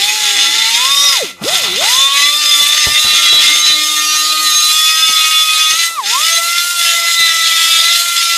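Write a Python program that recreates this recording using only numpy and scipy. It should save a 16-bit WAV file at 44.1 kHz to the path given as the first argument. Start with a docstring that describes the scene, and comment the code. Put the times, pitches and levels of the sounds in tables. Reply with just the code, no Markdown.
"""A rough, pitched scrape and ringing metal: an air-driven die grinder cuts a large cast aluminium housing.
Flute forces that largely repeat every turn, mixed with random chip tearing, excite the casting's resonances;
single shaft multiples sing out as squeals. Four vanes whine at four times the shaft speed and exhaust air
hisses. The tool bogs down almost to a stall, restarts and slows again under load, heard close up in mono."""
import sys
import numpy as np
from scipy import signal
from scipy.fft import rfft, irfft, next_fast_len
from scipy.io import wavfile
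from scipy.ndimage import uniform_filter1d, minimum_filter1d, map_coordinates

SR = 44100
rng = np.random.default_rng(int(sys.argv[2]) if len(sys.argv) > 2 else 0)


def materialize(psi):
    """Save the field psi as 16-bit PCM at rate SR to the path in sys.argv[1].

    A 1-D psi becomes a single channel; in a 2-D psi each row is a channel.
    """
    bounded = np.clip(np.atleast_2d(psi).T, -1, 1)
    quanta = np.round(bounded * 32767).astype(np.int16)
    wavfile.write(sys.argv[1], SR, quanta)


N = 369116


def amp(db):
    """Decibels to amplitude gain."""
    return 10 ** (np.asarray(db) / 20)


def rms_one(x):
    """Normalisation to an rms value of 1."""
    return x / np.sqrt(np.mean(x ** 2) + 1e-20)


def in_time(rows):
    """Linear interpolation: each column of a curve table becomes one value per sample."""
    s, *columns = np.transpose(rows)
    return [np.interp(np.arange(N) / SR, s, column) for column in columns]


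def colour(x, spectrum):
    """Linear filtering in the frequency domain by a (Hz, dB) gain curve, scaled to rms 1."""
    size = next_fast_len(N)
    hz, db = np.transpose(spectrum)
    log_hz = np.log(np.maximum(np.fft.rfftfreq(size, 1 / SR), 1))
    gain = amp(np.interp(log_hz, np.log(hz), db))
    return rms_one(irfft(rfft(x, size) * gain, size)[:N])


def drift(rate_hz):
    """Low-passed random noise of rms 1: a double pole at rate_hz sets how fast it wanders."""
    step = 40   # samples between computed points
    r = np.exp(-2 * np.pi * rate_hz * step / SR)
    noise = rng.standard_normal(N // step + 2002)
    slow = rms_one(signal.lfilter([1], [1, -2 * r, r * r], noise)[2000:])
    return np.interp(np.arange(N) / step, np.arange(len(slow)), slow)


def resonance(x, hz, width_hz):
    """Damped mode: a two-pole resonance with about unit gain at its peak."""
    r = np.exp(-np.pi * width_hz / SR)
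    feed = np.array([1, 0, -1]) * (1 - r * r) / 2
    return signal.lfilter(feed, [1, -2 * r * np.cos(2 * np.pi * hz / SR), r * r], x)


def band_noise(low_hz, high_hz):
    """Band-limited random pressure, scaled to rms 1."""
    band = signal.butter(2, [low_hz, high_hz], "band", fs=SR, output="sos")
    return rms_one(signal.sosfilt(band, rng.standard_normal(N)))


# air motor speed: start_s, shaft_turns_per_s
SHAFT_SPEED = [(0, 196), (0.07, 209), (0.16, 215.2), (0.38, 200.6), (0.56, 219), (0.75, 230.5), (0.9, 278),
               (1.05, 287.6), (1.13, 276.4), (1.15, 260), (1.17, 232), (1.21, 155), (1.24, 102), (1.27, 76),
               (1.35, 44), (1.4, 42), (1.42, 45), (1.44, 64), (1.47, 130), (1.51, 175), (1.55, 197),
               (1.59, 165), (1.63, 125), (1.66, 104), (1.7, 87), (1.76, 97), (1.82, 171.6), (1.86, 211),
               (1.9, 241.6), (1.94, 254.3), (2.0, 271.8), (2.15, 279.6), (2.39, 300.1), (2.64, 290.5),
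               (2.78, 302.9), (2.87, 296.2), (3.02, 305.5), (3.49, 301.3), (3.68, 305), (3.98, 303.9),
               (4.4, 310.2), (4.57, 305.1), (5.06, 320.1), (5.17, 315), (5.7, 313.7), (5.74, 319.4),
               (5.8, 335.7), (5.95, 333.6), (5.99, 284), (6.02, 219), (6.05, 196), (6.1, 216),
               (6.16, 263.5), (6.2, 301), (6.25, 326.4), (6.3, 331.2), (6.55, 344.4), (6.7, 349.7),
               (6.88, 338.9), (7.1, 339.4), (7.3, 331), (7.8, 330), (7.92, 341.2), (8.07, 344.8),
               (8.37, 337)]


def shaft_speed():
    """Rotational inertia: a moving average rounds every change of shaft speed."""
    return uniform_filter1d(in_time(SHAFT_SPEED)[0], size=600)


def flute_pattern(turns, memory_turns, size=128):
    """Periodicity with fading memory: a force round the burr that is slowly rewritten from turn to turn."""
    keep = np.exp(-1 / memory_turns)
    orders = rfft(rng.standard_normal((2800, size)), axis=1)
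    orders[:, [0, 1, 2, 4]] = 0   # no steady push, and shaft multiples 1, 2 and 4 are left out
    force = irfft(orders, size, axis=1)
    for _ in range(2):
        force = signal.lfilter([1], [1, -keep], force, axis=0)
    return rms_one(map_coordinates(force[100:].ravel(), [turns * size], order=3))


# contact and spent air: start_s, cutting_force_db, hiss_db
CUT = [(0.0, -11.5, -22), (0.09, -13, -24), (0.16, -17.5, -26), (0.23, -11, -22), (0.58, -10, -26.5),
       (0.77, -12.5, -21), (1.02, -11.5, -17.5), (1.19, -11.5, -24.5), (1.3, -23.5, -33), (1.35, -48, -55),
       (1.4, -38, -51), (1.44, -20, -28), (1.49, -12, -24), (1.56, -10.5, -22), (1.72, -23, -28.5),
       (1.89, -8, -19.5), (2.1, -13.5, -26), (2.17, -9, -20.5), (2.45, -15.5, -22), (2.63, -10.5, -17),
       (2.68, -10.5, -19), (3.4, -8, -21.5), (3.45, -4, -16.5), (3.61, -12, -21), (3.68, -9.5, -23),
       (3.89, -12.5, -19), (4.15, -11.5, -19), (4.36, -13, -22), (4.5, -12, -19), (4.61, -15, -20),
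       (4.68, -14.5, -15), (4.75, -11, -17.5), (5.85, -10, -21), (5.92, -32, -26.5), (6.01, -27, -33),
       (6.11, -10, -21), (6.34, -11.5, -15), (6.67, -15, -21.5), (6.81, -12, -20.5), (7.95, -10.5, -19),
       (8.04, -12, -19.5), (8.37, -11, -19)]
# share of the force that repeats each turn at steady speed: start_s, share_0_to_1
REPEAT = [(0, .45), (1.1, .45), (2.2, .7), (2.7, .45), (3.5, .45), (3.7, .85), (5.8, .75), (6.7, .7),
          (7.0, .5), (8.37, .55)]
# share of the repeating force that alternates between turns as the burr hops: start_s, share_0_to_1
HOP = [(0, 0), (.5, 1), (.7, 0), (8.37, 0.15)]
# casting resonances: pitch_hz, width_hz, gain_db
CASTING = [(1365, 10, 2), (1835, 26, -14.5), (2010, 38, 1), (2110, 9, -4.5), (2508, 23.4, 0.5),
           (2845, 25, -5), (2960, 56, -11.5), (3538, 117, 5), (4006, 26.5, 1), (3990, 21, -4),
           (4800, 33, -22), (5084, 100, -3.5), (5930, 23, -32.5), (5640, 8.7, -19), (6358, 82, -1.5),
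           (6760, 50, -2), (7340, 10, -36), (7430, 13, -1.5), (7800, 29, -41.5), (8390, 24, -10),
           (9220, 410, -20.5), (11000, 53, -30.5)]
# directly radiated scrape: pitch_hz, relative_gain_db
SCRAPE = [(150, -51), (400, -54), (900, -58), (1500, -11), (2300, -1), (3500, 2.5), (5000, -2.5),
          (7000, -8), (10000, -19), (15000, -35)]


def burr(speed, turns):
    """Forced vibration: repeating flute force and random chip tearing, heard directly and through casting modes."""
    unsteady_turns_per_s2 = 680   # change of speed that halves the repeating share
    acceleration = uniform_filter1d(np.gradient(speed), size=2000) * SR
    repeat = in_time(REPEAT)[0] / (1 + (acceleration / unsteady_turns_per_s2) ** 2)
    hop = in_time(HOP)[0]
    chips = rms_one(rng.standard_normal(N) * amp(5.4 * drift(130)))
    # cos(pi * turns) changes sign from one turn to the next
    alternate = np.cos(np.pi * turns) * np.sqrt(2) * flute_pattern(turns, memory_turns=8.9)
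    flutes = np.sqrt(1 - hop) * flute_pattern(turns, memory_turns=6.4) + np.sqrt(hop) * alternate
    force_db = in_time(CUT)[0] + 1.67 * drift(6.6) + 0.96 * drift(25)
    force = (np.sqrt(repeat) * flutes + np.sqrt(1 - repeat) * chips) * amp(force_db)
    rings = np.zeros(N)
    for hz, width_hz, gain_db in CASTING:
        # the wandering burr drives each resonance now more, now less
        contact = amp(2 * drift(1.22) + 1.56 * drift(23))
        rings += amp(gain_db) * resonance(force * contact, hz, width_hz)
    force_rms = np.sqrt(np.mean(force ** 2))
    return force_rms * (amp(-5.5) * colour(force, SCRAPE) + amp(-6.0) * rms_one(rings))


# a flute harmonic meets a casting resonance: start_s, length_s, pitch_hz, level_db
SQUEALS = [(0.03, 0.083, 3500, -11), (0.21, 0.21, 3520, -23), (0.515, 0.2, 3530, -19),
           (0.55, 0.28, 4000, -19), (0.837, 0.45, 3710, -14), (0.91, 0.29, 5100, -15),
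           (0.992, 0.095, 5750, -12), (1.955, 0.14, 3580, -10), (2.14, 0.13, 2000, -18),
           (2.26, 0.083, 3520, -9), (2.327, 0.29, 5040, -19.5), (2.473, 0.22, 3520, -13.5),
           (2.765, 0.23, 3600, -16.5), (2.93, 0.6, 2750, -23), (2.974, 0.13, 3960, -14),
           (3.26, 0.13, 3370, -13), (3.278, 0.12, 3980, -8), (3.424, 0.13, 2110, -19),
           (3.573, 0.13, 6390, -22), (3.575, 0.45, 3650, -19), (3.651, 0.1, 3960, -6.5),
           (3.96, 0.26, 6430, -22.5), (3.958, 0.24, 2740, -26), (4.02, 0.32, 4590, -24),
           (4.03, 0.14, 5810, -18), (4.12, 0.085, 3990, -26), (4.264, 0.22, 4340, -21),
           (4.534, 0.13, 3990, -11.5), (4.544, 0.095, 6430, -11.5), (4.681, 0.22, 3450, -14.5),
           (4.935, 0.32, 3510, -15.5), (5.213, 0.13, 2830, -19), (5.25, 0.21, 3460, -17),
           (5.4, 0.14, 2510, -23), (5.497, 0.19, 3450, -17), (5.74, 0.13, 2010, -19.5),
           (6.198, 0.093, 3600, -14), (6.3, 0.094, 6300, -15.5), (6.3, 0.2, 4040, -27),
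           (6.3, 0.33, 2030, -26), (6.8, 0.2, 3420, -26), (6.9, 0.47, 2010, -20.5),
           (7.12, 0.34, 3640, -19.5), (7.166, 0.082, 4010, -10.5), (7.3, 0.44, 3970, -28),
           (7.35, 0.34, 1990, -21.5), (7.403, 0.42, 3310, -19), (7.64, 0.17, 4950, -22),
           (7.67, 0.16, 3630, -23), (7.82, 0.094, 2020, -17.5), (7.83, 0.22, 4070, -17),
           (8.046, 0.2, 3420, -25), (8.056, 0.28, 2040, -26.5)]


def squeals(speed, turns):
    """Resonant coincidence: the shaft multiple nearest each pitch swells, and weakens as it glides off."""
    fade_s, width_hz = 0.051, 136   # width: distance off the resonance that halves the amplitude
    out, t = np.zeros(N), np.arange(N) / SR
    for start, length, hz, db in SQUEALS:
        multiple = round(hz / np.interp(start + length / 2, t, speed))
        first = max(round((start - 3 * fade_s) * SR), 0)
        on = slice(first, round((start + length + 3 * fade_s) * SR))
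        rise = np.tanh((t[on] - start) / fade_s)
        fall = np.tanh((t[on] - start - length) / fade_s)
        swell = (rise - fall) / 2 / (1 + ((multiple * speed[on] - hz) / width_hz) ** 2)
        waver = amp(2.92 * drift(33)[on])
        tone = np.sin(2 * np.pi * multiple * turns[on] + 0.94 * drift(16.5)[on])
        out[on] += np.sqrt(2) * amp(db) * swell * waver * tone
    return out


# vane whine before the housing gain: start_s, relative_level_db
WHINE = [(0, -26.5), (.56, -33.5), (.9, -23.5), (1.05, -26), (1.17, -30.5), (1.23, -16), (1.27, -43),
         (1.4, -62), (1.415, -33.5), (1.47, -18), (1.66, -35.5), (1.76, -30), (1.82, -17.5), (1.9, -28),
         (2.15, -22.5), (2.39, -27.5), (3.68, -28), (4.4, -19.5), (4.57, -23.5), (5.17, -19.5), (5.7, -21),
         (5.95, -24.5), (5.99, -16.5), (6.02, -27), (6.1, -35), (6.16, -19), (6.22, -21), (6.55, -15.5),
         (7.15, -20.5), (8.37, -17.5)]
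# whine gain of the tool housing: pitch_hz, extra_gain_db
HOUSING = [(150, 3.5), (450, 0.5), (750, -2.5), (1050, 6), (1200, 1.9), (1400, -4.8)]
# further tones of the motor: multiple_of_shaft_speed, peak_level_db at 330 turns per s
MOTOR_TONES = [(6, -37), (8, -31), (12, -33), (3, -46)]
# unbalanced shaft: start_s, once_a_turn_relative_db, twice_a_turn_relative_db
RUNOUT = [(0, -52.5, -43), (.8, -44.5, -47.5), (1.1, -55, -34), (1.3, -64, -66), (1.55, -42, -46),
          (2.0, -58, -43), (2.3, -41, -43.5), (3.1, -46.5, -45), (3.3, -37.5, -41.5), (4.4, -39, -45.5),
          (4.7, -52, -53), (5.1, -56, -47.5), (5.4, -58, -54.5), (6.15, -50.5, -48), (6.4, -57, -27),
          (6.6, -53, -48), (6.9, -59, -36.5), (7.5, -46.5, -44.5), (8.0, -58, -37), (8.2, -55, -54),
          (8.37, -44, -37)]


def motor(speed, turns):
    """Rotating-source orders: vane passing tone, further shaft multiples, and low orders of an unbalanced shaft."""
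    def order(multiple):
        return np.sin(2 * np.pi * multiple * turns)

    slow = np.clip(1 - speed / 130, 0, 1)
    whine_db = in_time(WHINE)[0] + np.interp(4 * speed, *np.transpose(HOUSING)) + 3
    # at low speed the four vanes slap unevenly: the tone frays and low gusts ride on it
    out = amp(whine_db + .6 * drift(20) + 4 * slow * drift(70)) * order(4)
    out += slow * amp(whine_db) * band_noise(110, 550)
    speed_gain = (speed / 330) ** 1.1
    for multiple, db in MOTOR_TONES:
        out += amp(db + 1.4 * drift(13)) * speed_gain * order(multiple)
    once_db, twice_db = in_time(RUNOUT)
    out += amp(once_db - 0.5 + 2.6 * drift(15)) * order(1)
    out += amp(twice_db + 2.5 + 3.9 * drift(12)) * order(2)
    # hopping beats three times in two turns
    return out + in_time(HOP)[0] * amp(-42.0 + 5.4 * drift(10)) * order(1.5)


# exhaust air: pitch_hz, relative_gain_db
EXHAUST = [(1500, -24.5), (4000, 0.5), (8000, 1), (12000, -3), (13200, -5), (15500, -15)]


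def exhaust(turns):
    """Modulated jet noise: spent air puffs with each vane and each turn, partly alike from turn to turn."""
    alike = 0.2   # power share that repeats
    puffs = 1 + 0.18 * np.sin(2 * np.pi * 4 * turns) + 0.18 * np.sin(2 * np.pi * turns)
    fresh = puffs * rng.standard_normal(N)
    air = np.sqrt(1 - alike) * fresh + np.sqrt(alike) * flute_pattern(turns, memory_turns=6.8)
    hiss_db = in_time(CUT)[1] + 1.3 * drift(1.9) + 1.34 * drift(25)
    return amp(hiss_db) * colour(air, EXHAUST)


# short dull low noise bursts, each with a low thud: start_s, burst_drive_db, thud_relative_db
LOW_BURSTS = [(0.9, -36, -27), (0.998, -32, -26), (2.607, -26.5, -28), (2.869, -20.5, -14.5),
              (3.046, -22, -24), (3.129, -28, -32), (3.326, -17.5, -28), (3.389, -32, -27),
              (3.44, -29, -27), (3.469, -26.5, -35), (3.548, -33, -32), (3.699, -29.5, -25),
              (5.016, -33, -32), (5.087, -28, -38), (5.729, -31, -31), (7.198, -27.5, -39),
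              (7.249, -52, -26), (7.869, -44, -17)]


def low_bursts():
    """Impulse response: each impulse shapes a short dull noise burst and a rapidly damped low thud."""
    burst_drive, thud_drive = np.zeros(N), np.zeros(N)
    for start, db, thud_db in LOW_BURSTS:
        burst_drive[round(start * SR)] = amp(db)
        thud_drive[round(start * SR)] = amp(db + thud_db + 28)
    t = np.arange(4000) / SR
    burst_shape = np.exp(-t / 0.017) * (1 - np.exp(-t / 0.00097))
    thud_shape = np.exp(-t / 0.0043) * np.sin(2 * np.pi * 95 * t)
    burst = signal.fftconvolve(burst_drive, burst_shape)[:N] * band_noise(120, 1000)
    return burst + signal.fftconvolve(thud_drive, thud_shape)[:N]


# low shaking of tool and casting: start_s, level_db
SHAKE = [(0, -42), (1.2, -34.5), (1.37, -50), (1.43, -30), (1.6, -29.5), (1.9, -33), (2.28, -47),
         (2.87, -39), (3.5, -38), (4.0, -45), (6.2, -43.5), (8.37, -48)]
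# its spectrum: pitch_hz, relative_gain_db
RUMBLE = [(25, -17), (60, -16), (120, -5.5), (250, -14.5), (500, -3.5), (900, 0.5), (1400, 4), (2500, -56)]


def rattle():
    """Random vibration: low coloured noise whose level wanders in short uneven bursts."""
    shake_db = in_time(SHAKE)[0] + 2.5 * drift(11) + 2.5 * drift(45)
    return amp(shake_db) * colour(rng.standard_normal(N), RUMBLE)


def echoes(x, t60_s=0.27):
    """Diffuse reverberation: an exponentially decaying tail from the hollow housing and nearby walls."""
    t = np.arange(round(.4 * SR)) / SR
    tail = rng.standard_normal(len(t)) * amp(-60 * t / t60_s) * (t > .004)
    return signal.fftconvolve(x, tail / np.sqrt(np.sum(tail ** 2)))[:N]


def scene():
    """Superposition of cutting, air, motor, low bursts, rattle and echoes, the same in both channels."""
    speed = shaft_speed()
    turns = np.cumsum(speed) / SR
    tool = burr(speed, turns) + squeals(speed, turns) + exhaust(turns) + low_bursts()
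    mono = tool + amp(-7.5) * echoes(tool) + motor(speed, turns) + rattle()
    return np.array([mono, mono])


def record(dry):
    """Peak limiting followed by band limiting: a fast gain dip at peaks, then deep bass and top are cut."""
    allowed = np.minimum(1, .97 / (np.abs(dry) + 1e-9))
    gain = uniform_filter1d(minimum_filter1d(allowed, size=41), size=41)
    high_pass = signal.butter(2, 42, "high", fs=SR, output="sos")
    low_pass = signal.ellip(10, .5, 75, 15500, fs=SR, output="sos")
    return signal.sosfilt(low_pass, signal.sosfilt(high_pass, gain * dry))


dry = scene()
out = record(dry)
materialize(out)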